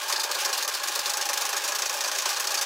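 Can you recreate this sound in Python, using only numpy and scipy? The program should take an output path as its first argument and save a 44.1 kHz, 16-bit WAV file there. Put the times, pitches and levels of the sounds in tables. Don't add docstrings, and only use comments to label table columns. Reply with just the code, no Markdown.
import sys
import numpy as np
from scipy import signal
from scipy.fft import rfft, irfft
from scipy.io import wavfile

SR = 44100
rng = np.random.default_rng(int(sys.argv[2]) if len(sys.argv) > 2 else 0)


def file_out(sig):
    cols = np.atleast_2d(sig).T
    lim = np.clip(cols, -1, 1)
    pcm = np.round(lim * 32767).astype(np.int16)
    wavfile.write(sys.argv[1], SR, pcm)


N = 116865
BOUT_N = SR // 10

# start_s [s], level_db [dB], hold_s [s], ring_hz (centre of the ring) [Hz],
# treble_db [dB], thump_db (push on the case) [dB], mesh_db (whirr from this bout on) [dB]
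BOUTS = [(0.0284, -34.5, 0.0043, 5170, -3.5, -32, -34), (0.078, -29.5, 0.014, 4800, -9, -34.5, -37),
         (0.0954, -23.5, 0.0033, 6500, -10, -28, -31), (0.1221, -19.5, 0.0073, 4730, -13, -30.5, -34),
         (0.159, -23.5, 0.0057, 4700, -18, -32, -48), (0.1745, -37, 0.0036, 4860.0, -9, -29, -34),
         (0.1958, -24.5, 0.019, 4460, -12, -32.5, -47), (0.2332, -27, 0.016, 5270, -9.5, -29.5, -35),
         (0.2885, -37, 0.013, 5160.0, -18, -29.5, -37), (0.3107, -26, 0.0065, 4460, -9.5, -33, -33.5),
         (0.3448, -25.5, 0.0092, 4330, -10, -27.5, -34), (0.3854, -38, 0.0053, 5700, -6, -35.5, -26.5),
         (0.4101, -26, 0.0068, 5600, -8, -31.5, -31), (0.4479, -18.5, 0.0033, 5540, -11.5, -27, -34.5),
         (0.4901, -26.5, 0.0019, 5300, -12, -29.5, -35.5), (0.5277, -21, 0.0056, 5400, -12, -31, -31.5),
         (0.5745, -24.5, 0.012, 5030, -8, -29, -33.5), (0.6246, -21.5, 0.006, 5430, -10, -33.5, -43),
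         (0.6483, -30, 0.003, 5230, -13.0, -30.5, -52.5), (0.6772, -24.5, 0.01, 5500, -8.5, -30.5, -34.5),
         (0.7374, -27.5, 0.018, 4970, -9.5, -33, -33.5), (0.7975, -28, 0.0047, 4630, -18, -33, -36.5),
         (0.8325, -26.5, 0.0074, 5400, -7.5, -30.5, -34.5), (0.8736, -24.5, 0.011, 5400, -7.5, -32, -33.5),
         (0.917, -33, 0.007, 5160, -7, -32.5, -31.5), (0.9513, -23.5, 0.006, 4800, -10, -29, -33),
         (0.9901, -25.5, 0.007, 4900, -8, -33, -33), (1.057, -25.5, 0.016, 5440, -11, -31.5, -33.5),
         (1.0942, -23, 0.009, 5600, -11, -31.5, -33.5), (1.1348, -23, 0.0048, 5500, -11, -30, -37),
         (1.1706, -26, 0.0075, 5600, -8.5, -29.5, -35.5), (1.2114, -22, 0.007, 5330, -13.5, -34.5, -33.5),
         (1.2531, -25, 0.0061, 5860, -8, -31.5, -35), (1.289, -23.5, 0.012, 5800, -11.5, -28.5, -34.5),
         (1.3316, -23.5, 0.0079, 5560, -9.0, -31.5, -34), (1.3745, -24.5, 0.0048, 5700, -7, -33, -33.5),
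         (1.4096, -24, 0.013, 5900, -8.5, -30, -33), (1.4513, -22.5, 0.0047, 5850, -9, -30.5, -33.5),
         (1.4901, -26.5, 0.0062, 5800, -8.5, -34, -35), (1.5271, -25, 0.0031, 5460, -10, -27, -33.5),
         (1.5651, -25, 0.011, 6300, -10.5, -30.5, -33.5), (1.6379, -26, 0.015, 5400, -10, -30.5, -35),
         (1.6768, -23.5, 0.017, 5870, -10.5, -30, -35.5), (1.7206, -23.5, 0.0038, 5760, -13, -28, -38.5),
         (1.7481, -27.0, 0.0099, 5500, -10, -32.5, -34), (1.786, -28.5, 0.015, 5670, -9.0, -31.5, -33.5),
         (1.8199, -24.5, 0.0077, 5550, -12, -30, -34.5), (1.856, -21.5, 0.0059, 5840, -13, -33.5, -34),
         (1.8943, -26, 0.002, 5900, -11.0, -31.5, -35), (1.9276, -27, 0.022, 6170, -9, -31, -36.5),
         (1.9673, -31, 0.012, 5740, -11, -32.5, -33.5), (2.0061, -23.5, 0.005, 5890.0, -11.5, -31.5, -33.5),
         (2.038, -27.5, 0.016, 5430, -13, -29, -34.5), (2.0752, -24, 0.012, 5900, -14, -30, -36.5),
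         (2.1147, -25.5, 0.0059, 5640, -17, -31.5, -32.5), (2.1495, -26.5, 0.0082, 5700, -13, -29, -31.5),
         (2.1837, -23, 0.015, 5840, -12.5, -32.5, -34.5), (2.2206, -25.5, 0.0017, 5700, -11, -32, -34),
         (2.2548, -24, 0.012, 5800, -15, -29, -31.5), (2.2893, -22.5, 0.013, 5700, -11, -31.5, -33),
         (2.328, -28, 0.0093, 5270, -14, -34, -34.5), (2.3631, -28.0, 0.0083, 5170, -14, -30, -34),
         (2.3972, -26, 0.011, 6300, -7, -32, -32), (2.4419, -25, 0.0026, 5500, -11.5, -32, -34.5),
         (2.4712, -22, 0.0023, 5630, -13.0, -30, -33), (2.5049, -23.5, 0.011, 5730, -11.5, -30, -35),
         (2.5415, -23.5, 0.012, 5440, -11.0, -31.5, -35.5), (2.5741, -23.5, 0.013, 5200, -13, -31, -35),
         (2.6112, -26.5, 0.016, 5840, -9.0, -32, -32.5)]
# pitch_hz [Hz], width_hz [Hz], level_db [dB]
GEAR_RESONANCES = [(3616, 91, 2), (4256, 180, 8), (4510, 69, 5), (4750, 145, 8), (5230, 285, 1),
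                   (5674, 304, 5), (6170, 380, 2.5), (6800, 200, 8.5), (6780, 630, 2.5), (7910, 82, 7)]
# time_s [s], rate_hz [Hz]
TOOTH_RATE_CURVE = [(0, 287), (.15, 295), (.3, 283), (.48, 278), (1.7, 279), (1.93, 288), (2.1, 279),
                    (2.65, 281)]

ATTACK_S, FADE_DB_PER_S, THUMP_FADE_DB_PER_S = 0.00066, 769, 456
CONTACTS_PER_S, CONTACT_SPREAD_DB, LUMPY_DB, LUMPS_PER_S = 9000, 1, 2, 177
TEETH_DB, RING_DB, RING_WIDTH_HZ, BOUT_VARIES_DB = -6.5, -1.5, 860, 1
TOOTH_DIP_DB, TOOTH_SLIP, TOOTH_VARIES_DB = 8.5, .15, 1
CASE_STEADY_DB = -3.5
CASE_LOW_CUT_HZ, CASE_WAVERS_DB, WAVERS_PER_S = 326, 1.3, 25
HUM_WIDTH_HZ = 14
ROOM_TONE_DB, ROOM_T60_S, ROOM_DB = -73, 0.03, -19.5
CUTOFF_HZ = 15800


def amp(db):
    return 10 ** (np.asarray(db) / 20)


def rms_one(x):
    return x / np.sqrt(np.mean(x ** 2) + 1e-20)


def drift(rate):
    r = np.exp(-2 * np.pi * rate / SR)
    noise = rng.standard_normal(N + SR)
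    wander = signal.lfilter([1], [1, -2 * r, r * r], noise)
    return rms_one(wander[SR:])


def resonate(x, hz, width_hz):
    r = np.exp(-np.pi * width_hz / SR)
    feedback = [1, -2 * r * np.cos(2 * np.pi * hz / SR), r * r]
    return signal.lfilter([(1 - r * r) / 2, 0, (r * r - 1) / 2], feedback, x)


def colour(x, spectrum):
    hz, db = np.transpose(spectrum)
    grid = np.linspace(1, SR / 2, 2049)
    shape_db = np.interp(np.log(grid), np.log(hz), db, left=db[0] - 30, right=db[-1])
    cepstrum = irfft(np.log(amp(shape_db)))
    cepstrum[1:2048] *= 2
    cepstrum[2049:] = 0
    taps = irfft(np.exp(rfft(cepstrum)))
    return signal.fftconvolve(x, taps / np.sqrt(np.sum(taps ** 2)))[:N]


def low_cut(x, order):
    return signal.sosfilt(signal.butter(order, CASE_LOW_CUT_HZ, "high", fs=SR, output="sos"), x)


def room_tone():
    # [dB per Hz, relative]
    rumble_colour = [(20, -12), (60, -2), (125, -2.5), (260, 6.5)]
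    band = signal.butter(3, [38, 270], "band", fs=SR, output="sos")
    rumble = signal.sosfilt(band, colour(rng.standard_normal(N), rumble_colour))
    return amp(ROOM_TONE_DB) * rms_one(rumble)


def room(x):
    t = np.arange(SR // 4) / SR
    dulled = signal.lfilter([1], [1, -.4], rng.standard_normal(len(t)))
    tail = dulled * amp(-60 * t / ROOM_T60_S) * (t > .004)
    return amp(ROOM_DB) * signal.fftconvolve(x, tail / np.sqrt(np.sum(tail ** 2)))[:N]


def hum():
    # time_s [s], level_db [dB]
    hum_level = [(0, -45.5), (.15, -38.5), (0.301, -45), (.48, -41), (.8, -51.5), (1.05, -43), (1.4, -38.5),
                 (1.75, -49), (1.95, -42), (2.2, -49.5), (2.55, -42), (2.65, -44)]
    # multiple [of the tooth rate], level_db [dB]
    hum_orders = [(2, -8.5), (3, 1.5), (4, -8), (6, -19)]
    t = np.arange(N) / SR
    phase = 2 * np.pi * np.cumsum(np.interp(t, *np.transpose(TOOTH_RATE_CURVE))) / SR
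    tones = np.zeros(N)
    for k, db in hum_orders:
        sine = drift(k * HUM_WIDTH_HZ) * np.sin(k * phase)
        cosine = drift(k * HUM_WIDTH_HZ) * np.cos(k * phase)
        tones += amp(db) * (sine + cosine)
    return amp(np.interp(t, *np.transpose(hum_level))) * tones


def contacts():
    spread = np.minimum(rng.exponential(1, N), 3.5)
    sizes = amp(CONTACT_SPREAD_DB * spread) * rng.choice([-1, 1], N)
    struck = rng.random(N) < CONTACTS_PER_S / SR
    lumps = amp(LUMPY_DB * np.clip(drift(LUMPS_PER_S), -2, 2))
    return rms_one(sizes * struck * lumps)


def bout_span(start_s):
    return slice(int(start_s * SR), int(start_s * SR) + BOUT_N)


def bout(hold_s, fade_db_per_s):
    t = np.arange(BOUT_N) / SR
    return np.clip(t / ATTACK_S, 0, 1) * amp(-fade_db_per_s * np.maximum(t - hold_s, 0))


def mesh_whirr():
    # [dB per Hz, relative]
    whirr_colour = [(880, -39), (1500, 1.5), (1660, -2), (2100, -5), (2490, -0.5), (6370, -3.5), (8400, -9),
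                    (15100, -16.5), (16000, -15)]
    level = np.full(N + SR, amp(BOUTS[0][6]))
    for start_s, *_, mesh_db in BOUTS:
        level[bout_span(start_s)] = amp(mesh_db)
    return level[:N] * colour(contacts(), whirr_colour)


def case(hits):
    # pitch_hz [Hz], width_hz [Hz], level_db [dB]
    case_resonances = [(297, 54, -14.5), (390, 52, -8.5), (513, 61, -7.5), (581.4, 58.5, -4),
                       (853, 354, -8), (1045, 80, 1.5), (1133, 110, -0.5), (1305, 130, -3.5),
                       (1495, 87, -6.5), (1572, 99, -0.5), (1644, 158, -0.5), (2440, 46, -5.5)]
    thump = np.full(N + SR, amp(BOUTS[0][5] + CASE_STEADY_DB))
    for start_s, _, hold_s, _, _, thump_db, _ in BOUTS:
        fading = bout(hold_s, THUMP_FADE_DB_PER_S)
        thump[bout_span(start_s)] = amp(thump_db) * np.hypot(fading, amp(CASE_STEADY_DB))
    push = thump[:N] * rms_one(hits + rng.standard_normal(N))
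    rings, power = np.zeros(N), 0
    for k, (hz, width_hz, db) in enumerate(case_resonances):
        wavering = amp(db + CASE_WAVERS_DB * drift(WAVERS_PER_S))
        rings += (-1) ** k * resonate(push * wavering, hz, width_hz)
        power += amp(2 * db) * width_hz * np.pi / SR
    return low_cut(rings / np.sqrt(power), 6)


def tooth_by_tooth(start_s, slips):
    teeth = np.arange(BOUT_N) / SR * np.interp(start_s, *np.transpose(TOOTH_RATE_CURVE))
    lateness = np.cumsum(slips) - slips[0]
    teeth = teeth + TOOTH_SLIP * np.interp(teeth, np.arange(len(slips)), lateness)
    tooth_index = np.clip(teeth.astype(int), 0, len(slips) - 1)
    strength_db = TOOTH_VARIES_DB * slips[::-1][tooth_index]
    strength_db = np.where(teeth < 1, np.abs(strength_db), strength_db)
    return rms_one(amp(strength_db - TOOTH_DIP_DB * (teeth % 1)))


def ring(hits, centre_hz, varies_db):
    hz, width_hz, db = np.transpose(GEAR_RESONANCES)
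    near = 1 / np.hypot(1, (hz - centre_hz) / RING_WIDTH_HZ)
    gains = near * amp(db + varies_db)
    rings = sum((-1) ** k * gains[k] * resonate(hits, hz[k], width_hz[k]) for k in range(len(hz)))
    return rings / np.sqrt(np.sum(gains ** 2 * width_hz) * np.pi / SR)


def chatter(hits):
    # [dB per Hz, relative]
    teeth_colour = [(1060, -27), (1800, 8.5), (2090, 3), (2420, 6), (3340, 2), (4440, 1.5), (6380, 3.5),
                    (9000, -2), (11700, -40.5)]
    # [dB per Hz, relative]
    treble_colour = [(7000, 4.5), (8500, -0.5), (10000, 0.5), (11000, 2), (13000, -2.5), (14500, 1.5),
                     (15200, 0), (16000, -21)]
    room_to_end = np.zeros(SR)
    teeth = np.r_[colour(hits, teeth_colour), room_to_end]
    treble = np.r_[colour(hits, treble_colour), room_to_end]
    hits = np.r_[hits, room_to_end]
    varies_db = BOUT_VARIES_DB * rng.standard_normal((len(BOUTS), len(GEAR_RESONANCES)))
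    slips = rng.standard_normal((len(BOUTS), 32))
    out = np.zeros(N + SR)
    for row, varies, slip in zip(BOUTS, varies_db, slips):
        start_s, level_db, hold_s, ring_hz, treble_db, _, _ = row
        span = bout_span(start_s)
        shape = bout(hold_s, FADE_DB_PER_S) * tooth_by_tooth(start_s, slip)
        broad = shape * (amp(TEETH_DB) * teeth[span] + amp(treble_db) * treble[span])
        ringing = amp(RING_DB) * ring(shape * hits[span] + 1e-18, ring_hz, varies)
        out[span] += amp(level_db) * (broad + ringing)
    return out[:N]


def gears():
    hits = contacts()
    return low_cut(chatter(hits) + mesh_whirr(), 4) + case(hits)


def scene():
    camera = gears() + hum()
    return (camera + room(camera) + room_tone())[None]


def record(dry):
    return signal.sosfilt(signal.ellip(12, .3, 60, CUTOFF_HZ, fs=SR, output="sos"), dry)


dry = scene()
out = record(dry)
file_out(out)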